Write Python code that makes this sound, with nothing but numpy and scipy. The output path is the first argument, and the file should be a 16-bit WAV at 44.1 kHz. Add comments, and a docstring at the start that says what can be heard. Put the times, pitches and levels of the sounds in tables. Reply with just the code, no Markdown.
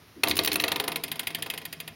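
"""A cat twangs a coiled spring door stop on a skirting board in a carpeted room, over a faint hiss.
First comes a soft bump as the spring is pushed aside. Then it swings: each time the coils clack shut
and sizzle, and a bend runs up and down the wire as a falling boing. The first wide swings also zip
the coils over each other and set the board humming. Later only every other swing clacks hard,
and the clacks grow softer and fade."""
import sys
import numpy as np
from scipy import signal
from scipy.fft import rfft, irfft
from scipy.io import wavfile

SR = 44100
rng = np.random.default_rng(int(sys.argv[2]) if len(sys.argv) > 2 else 0)


def wav_out(sig):
    """Save sig, one row per channel (or a flat mono array), as 16-bit PCM at SR to the path in sys.argv[1]."""
    wavfile.write(sys.argv[1], SR, np.round(np.clip(np.atleast_2d(sig).T, -1, 1) * 32767).astype(np.int16))


N = 85995
T = np.arange(N) / SR
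HZ = np.maximum(np.arange(N + 1) * SR / (2 * N), 1)   # the frequencies that filters work on

REBOUND_S, REBOUND_DB = 0.0078, -11   # the coils bounce and touch once more
BRUSH_ATTACK_S, BRUSH_DECAY_S = 0.0018, 0.0059   # weak swings only brush the coils together
# tone of coils meeting gently: f/Hz, level/dB
SOFT_CLACK_TONE = [(700, -39), (1600, 1), (2500, 7.5), (3400, 5), (4000, 0), (4200, 0.5), (5000, 0),
                   (5250, -11.5), (10000, -11.5)]


def clack(times, db):
    """The coils slam shut turn by turn and ring; wide swings sound harder, narrow ones bounce."""
    # tone of coils meeting hard: f/Hz, level/dB
    hard_tone = [(700, -28), (1650, -12.5), (2050, 0), (2700, -2.5), (3200, -3), (3600, 0.5), (4400, 2.5),
                 (4800, -11.5), (5500, -9), (10000, -30.5)]
    # ringing notes of the coils: f/Hz, level/dB, time to fade by 60 dB/s
    coil_notes = [(1701, -3.5, 0.074), (1937, 7, 0.044), (2116, -3, 0.1), (2530, 2, 0.077),
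                  (3040, -15, 0.22), (3240, -2, 0.086), (3600, -5, 0.017), (3915, 1.5, 0.021)]
    # the tight turns at the base bite on some swings: t/s, level/dB
    bites = [(0.2346, 7.5), (0.5156, -5), (.556, 1), (0.5967, 0), (0.6811, -2), (0.9186, -9)]
    # ringing notes of a bite: f/Hz, level/dB, time to fade by 60 dB/s
    bite_notes = [(2525, -16, 0.056), (2669, 10, 0.021)]
    wide_until_s, narrow_from_s = 0.71, 1.02
    hardness = np.clip((narrow_from_s - T) / (narrow_from_s - wide_until_s), 0, 1)
    hits, brushes = hits_and_brushes(times, db)
    contact = hits + from_db(-3.5) * bursts(hits, attack=0.000067, decay=0.0022)
    contact += bursts(brushes, BRUSH_ATTACK_S, BRUSH_DECAY_S)
    bounce = 1 + from_db(REBOUND_DB) * delay(REBOUND_S)
    sound = filtered(contact * np.sqrt(hardness), tone(hard_tone))
    sound += filtered(contact * np.sqrt(1 - hardness), tone(SOFT_CLACK_TONE) * bounce)
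    sound += ring(clicks(times, db - 3), coil_notes)
    sound += ring(clicks(*np.transpose(bites)), bite_notes)
    # handing the blow from turn to turn smears it in time
    one_turn, passed_on = delay(0.0011), np.tanh(0.38)
    smear = (one_turn - passed_on) / (1 - passed_on * one_turn)
    falling_chirp = np.exp(-1j * bending_phase(HZ, trip_s=0.003)) * delay(-0.001111)
    return from_db(-1) * filtered(sound, smear * falling_chirp)


def sizzle(times, db):
    """Neighbouring turns buzz brightly just after each clack, with one bounce."""
    # tone of the buzz: f/Hz, level/dB
    sizzle_tone = [(2000, -6.5), (5000, -9.5), (7000, 1), (9000, 5), (10800, 12.5), (13000, 8),
                   (16500, 5.5)]
    starts = times + 0.0016
    hits, brushes = hits_and_brushes(starts, db)
    bounces, _ = hits_and_brushes(starts + REBOUND_S, db)
    buzz = bursts(hits + from_db(REBOUND_DB) * bounces, attack=0.00081, hold=0.0016, decay=0.00036)
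    buzz += bursts(brushes, BRUSH_ATTACK_S, BRUSH_DECAY_S)
    return from_db(1) * filtered(buzz, tone(sizzle_tone))


def boing(times, db, size=16384):
    """A bend bounces between the wire's ends; low notes arrive last, and loose turns rattle along."""
    # tone of the wire: f/Hz, level/dB
    wire_tone = [(100, -21), (220, -15.5), (320, -5.5), (420, 1), (600, -2), (1000, -6), (1800, -8),
                 (3000, -51.5)]
    note_hz, trip_s, kept_per_round_trip = 318.4, 0.0039, 0.47
    note_phase = bending_phase(note_hz, trip_s)
    hz = np.arange(size // 2 + 1) * SR / size
    waves = np.zeros(N + size)
    stretches = rng.normal(1, 0.0353, len(times))   # travel time varies from swing to swing
    for start_s, level, stretch in zip(times + 0.00036, db, stretches):
        phase = bending_phase(hz, trip_s * stretch)
        round_trip = kept_per_round_trip * np.exp(-2j * (phase - note_phase))
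        wave = irfft(np.exp(-1j * phase) / (1 - round_trip))   # one trip plus all its echoes
        start = int(start_s * SR)
        waves[start:start + size] += from_db(level) * wave
    rattle = bursts(clicks(times, db - 6.5), attack=0.0081, decay=0.022)
    return from_db(-3.5) * filtered(waves[:N] + rattle, tone(wire_tone))


def zips():
    """The coils slide over each other in short, bright scrapes between the first clacks."""
    # the scrapes: t/s, level/dB
    slides = [(0.2876, 1.5), (0.2991, -0.5), (0.308, -5), (0.359, -8), (0.3719, 2.3), (0.381, -2),
              (0.4393, -3), (0.4514, 3), (0.4622, 1.5), (0.534, 1.5), (0.5443, -2), (0.615, -7),
              (0.6237, -8.5)]
    # tone of a scrape: f/Hz, level/dB
    scrape_tone = [(1000, -6.5), (2800, 3), (5000, 0), (6500, -7), (9500, -0.5), (11500, 2.5),
                   (13500, -3.5), (15800, 4.5)]
    times, db = np.transpose(slides)
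    starts = clicks(times - 0.0055, db + 1.5)   # early, to leave time to swell
    return filtered(bursts(starts, attack=0.0028, hold=0.0014, decay=0.0024), tone(scrape_tone))


def board_knock(times, db):
    """Each swing gives the skirting board a woody knock."""
    # ringing notes of the wood: f/Hz, level/dB, time to fade by 60 dB/s
    wood_notes = [(568, -0.5, 0.098), (697, 6, 0.14), (796, -10.5, 0.021), (956, 6, 0.067),
                  (1119, -1.5, 0.019), (1195, -3, .03)]
    return ring(clicks(times, db - 3), wood_notes)


def chatter(times, db):
    """Loose turns go on touching lightly after each clack."""
    touches = bursts(clicks(times, db - 14), attack=REBOUND_S, decay=0.05)
    return filtered(touches, tone(SOFT_CLACK_TONE))


def whistles(times, db):
    """A faint rising chirp comes back along the coil after each clack."""
    length_s, start_hz, rise_hz = 0.017, 4960, 756
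    progress = np.clip(T / length_s, 0, 1)
    pitch_hz = start_hz + rise_hz * progress ** 2
    chirp = np.sin(np.pi * progress) * np.sin(2 * np.pi * np.cumsum(pitch_hz) / SR)
    starts = times + 0.033 + rng.normal(0, 0.011, len(times))
    levels = db - 23 - rng.uniform(0, 4.4, len(times))
    return signal.fftconvolve(clicks(starts, levels), unit_energy(chirp))[:N]


def board_hum():
    """The swinging spring shakes the board, whose low notes are part pure tone, part noise."""
    # notes of the board: f/Hz, width/Hz, starting level/dB, fade/(dB per s)
    board_notes = [(83.8, 16, -43.5, 44), (99.8, 6.1, -58, 5), (159.4, 15, -49.5, 4),
                   (243.5, 120, -44.5, 11), (309.2, 43, -37, 19), (385, 21, -39, 35.5),
                   (426, 48, -43, 14.5)]
    pluck_s, swell_s = 0.24, 0.046
    since_pluck = np.maximum(T - pluck_s, 0)
    hum = np.zeros(N)
    for hz, width, db, fade in board_notes:
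        pure_share = 0.48 * min(1, 20 / width)   # wider notes are noisier
        pure = np.sqrt(2 * pure_share) * np.sin(2 * np.pi * (hz * T + rng.random()))
        noisy = np.sqrt(1 - pure_share) * narrow_noise(hz, width)
        hum += (pure + noisy) * from_db(db - fade * since_pluck)
    return hum * np.minimum(since_pluck / swell_s, 1)


def paw_bump(start_s=0.157):
    """The paw pushes the spring aside with a soft bump."""
    swell = envelope(T - start_s, attack=0.0069, hold=0.026, decay=0.041)
    return from_db(-48.5) * narrow_noise(hz=322, width=150) * swell


def room(sound):
    """The room adds one close echo off the wall and a short, dull tail of echoes."""
    # tone of the tail: f/Hz, level/dB
    tail_tone = [(200, 8), (1000, 8), (2500, -3), (5000, -4.5), (10000, -6.5), (16000, -37)]
    fade_s = 0.32
    fade_in = np.clip(T / 0.003 - 1, 0, 1)
    tail = unit_energy(rng.standard_normal(N) * from_db(-60 * T / fade_s) * fade_in)
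    hz, db = np.transpose(tail_tone)
    tail_gain = from_db(np.interp(np.log(HZ), np.log(hz), db) - 10)
    wall_echo = 0.27 * delay(0.00278)
    return filtered(sound, 1 + wall_echo + tail_gain * rfft(tail, 2 * N))


def hiss():
    """A faint, steady noise lies under everything."""
    # tone of the noise: f/Hz, level/dB
    hiss_tone = [(35, -37), (60, -7), (103, -2), (715, -16), (1380, -16), (5720, -23), (7750, -35),
                 (10000, -27), (16000, -30)]
    return from_db(-54) * filtered(rng.standard_normal(N), tone(hiss_tone))


def bending_phase(hz, trip_s):
    """Phase lag of a bend that travels for trip_s at 1 kHz; four times the pitch goes twice as fast."""
    return 4 * np.pi * trip_s * np.sqrt(1000 * hz)


def hits_and_brushes(times, db, brush_below_db=-17):
    """Split each contact into a firm hit and a soft brush; weak contacts are mostly brush."""
    firm_share = 1 / (1 + from_db(0.79 * (brush_below_db - db)))
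    hits = clicks(times, db + 10 * np.log10(firm_share + 1e-9))
    brushes = clicks(times, db + 10 * np.log10(1 - firm_share + 1e-9))
    return hits, brushes


def clicks(times, db):
    """One click at each time."""
    track = np.zeros(N)
    np.add.at(track, np.clip(np.round(times * SR).astype(int), 0, N - 1), from_db(db))
    return track


def bursts(hits, attack, decay, hold=0):
    """Spread each click into a burst of tiny random contacts with the same energy."""
    shape = unit_energy(envelope(T, attack, hold, decay))
    power = signal.fftconvolve(hits ** 2, shape ** 2)[:N]
    return np.sqrt(np.maximum(power, 0)) * rng.standard_normal(N)


def ring(hits, notes):
    """Each hit sets off a group of fading notes."""
    ringing = sum(from_db(db) * unit_energy(from_db(-60 * T / fade_s) * np.sin(2 * np.pi * hz * T))
                  for hz, db, fade_s in notes)
    return signal.fftconvolve(hits, unit_energy(ringing))[:N]


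def narrow_noise(hz, width):
    """Noise around one pitch, with an average power of one."""
    peak = 1 / (1 + (2 * (HZ - hz) / width) ** 2)
    return np.sqrt(N) * unit_energy(filtered(rng.standard_normal(2 * N), peak))


def envelope(t, attack, hold, decay):
    """Rise evenly, hold, then die away; times are in seconds."""
    return np.clip(t / attack, 0, 1) * np.exp(-np.maximum(t - attack - hold, 0) / decay)


def tone(points):
    """A filter shaped by (f/Hz, level/dB) points, with an average power of one."""
    hz, db = np.transpose(points)
    gain = from_db(np.interp(np.log(HZ), np.log(hz), db))
    cepstrum = irfft(np.log(gain / np.sqrt(np.mean(gain ** 2))))
    # folding this onto its first half keeps the filter from sounding before a hit
    cepstrum[1:N] *= 2
    cepstrum[N + 1:] = 0
    return np.exp(rfft(cepstrum))


def delay(seconds):
    """A filter that only shifts a sound in time."""
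    return np.exp(-2j * np.pi * HZ * seconds)


def filtered(sound, response):
    """Pass a sound through a filter given at the frequencies HZ."""
    return irfft(rfft(sound, 2 * N) * response)[:N]


def unit_energy(x):
    """Scale so that the squares add up to one."""
    return x / np.sqrt(np.sum(x ** 2) + 1e-20)


def from_db(db):
    """Turn decibels into a multiplier."""
    return 10 ** (np.asarray(db) / 20)


def scene():
    """The spring twangs in the room, over the board's hum and a steady hiss."""
    # the coils shut at each swing: t/s, clack level/dB, boing level/dB, sizzle level/dB
    swings = [(0.2341, 5.5, -0.5, -0.1), (0.272, -4.5, -4.5, -13.7), (0.3107, 2.5, -18, -10.5),
              (0.3894, 4.5, -2, -5.5), (0.4748, 3, -6, -1.2), (0.517, -1.7, -20, -9.5),
              (0.556, -2, -6.5, 0.9), (0.599, -0.5, -11.5, -7.5), (0.638, 2.5, -2, -3.5),
              (0.6797, -1, -11, -7.5), (0.7174, 0, -2.5, -4), (0.7588, -3.5, -7, -9.5),
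              (0.7984, -2.5, -4, -3), (0.839, -11.5, -9, -12.5), (0.878, -3, -5, -2.5),
              (0.9181, -7.5, -12, -12.5), (0.958, -3.5, -9.5, -4), (1.0362, -3, -15, -4),
              (1.0788, -16, -21.5, -18.5), (1.1153, -3.5, -18, -4.5), (1.1562, -16, -20.5, -17.5),
              (1.1933, -2.5, -18, -4), (1.2308, -15.5, -19, -22), (1.27, -2.5, -18.5, -3.5),
              (1.3036, -13.5, -19, -20), (1.347, -3, -20.5, -5), (1.3848, -16, -17.5, -23),
              (1.4228, -4, -22, -6.5), (1.461, -12.5, -13, -16), (1.5, -3.5, -25, -6),
              (1.5369, -10.0, -13, -14.5), (1.576, -8.5, -28, -10.5), (1.6145, -17.5, -23, -26),
              (1.6518, -8.5, -25.5, -10.5), (1.7264, -8, -24.5, -11.5), (1.8009, -8.5, -22.5, -11.5),
              (1.8766, -11, -22.5, -15)]
    times, clack_db, boing_db, sizzle_db = np.transpose(swings)
    spring = clack(times, clack_db) + sizzle(times, sizzle_db) + boing(times, boing_db)
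    spring += whistles(times, clack_db) + zips()
    spring += board_knock(times, boing_db) + chatter(times, clack_db)
    return (hiss() + room(spring) + board_hum() + paw_bump())[None]


def record(dry):
    """The microphone loses the deep bass, a narrow band of treble and the very top."""
    lowest_hz, highest_hz, notch_hz, notch_width_hz = 60.4, 15900, 7890, 860
    thin = signal.sosfilt(signal.butter(4, lowest_hz, "high", fs=SR, output="sos"), dry)
    notched = signal.lfilter(*signal.iirnotch(notch_hz, notch_hz / notch_width_hz, fs=SR), thin)
    return signal.sosfilt(signal.ellip(10, .3, 75, highest_hz, fs=SR, output="sos"), notched)


dry = scene()
out = record(dry)
wav_out(out)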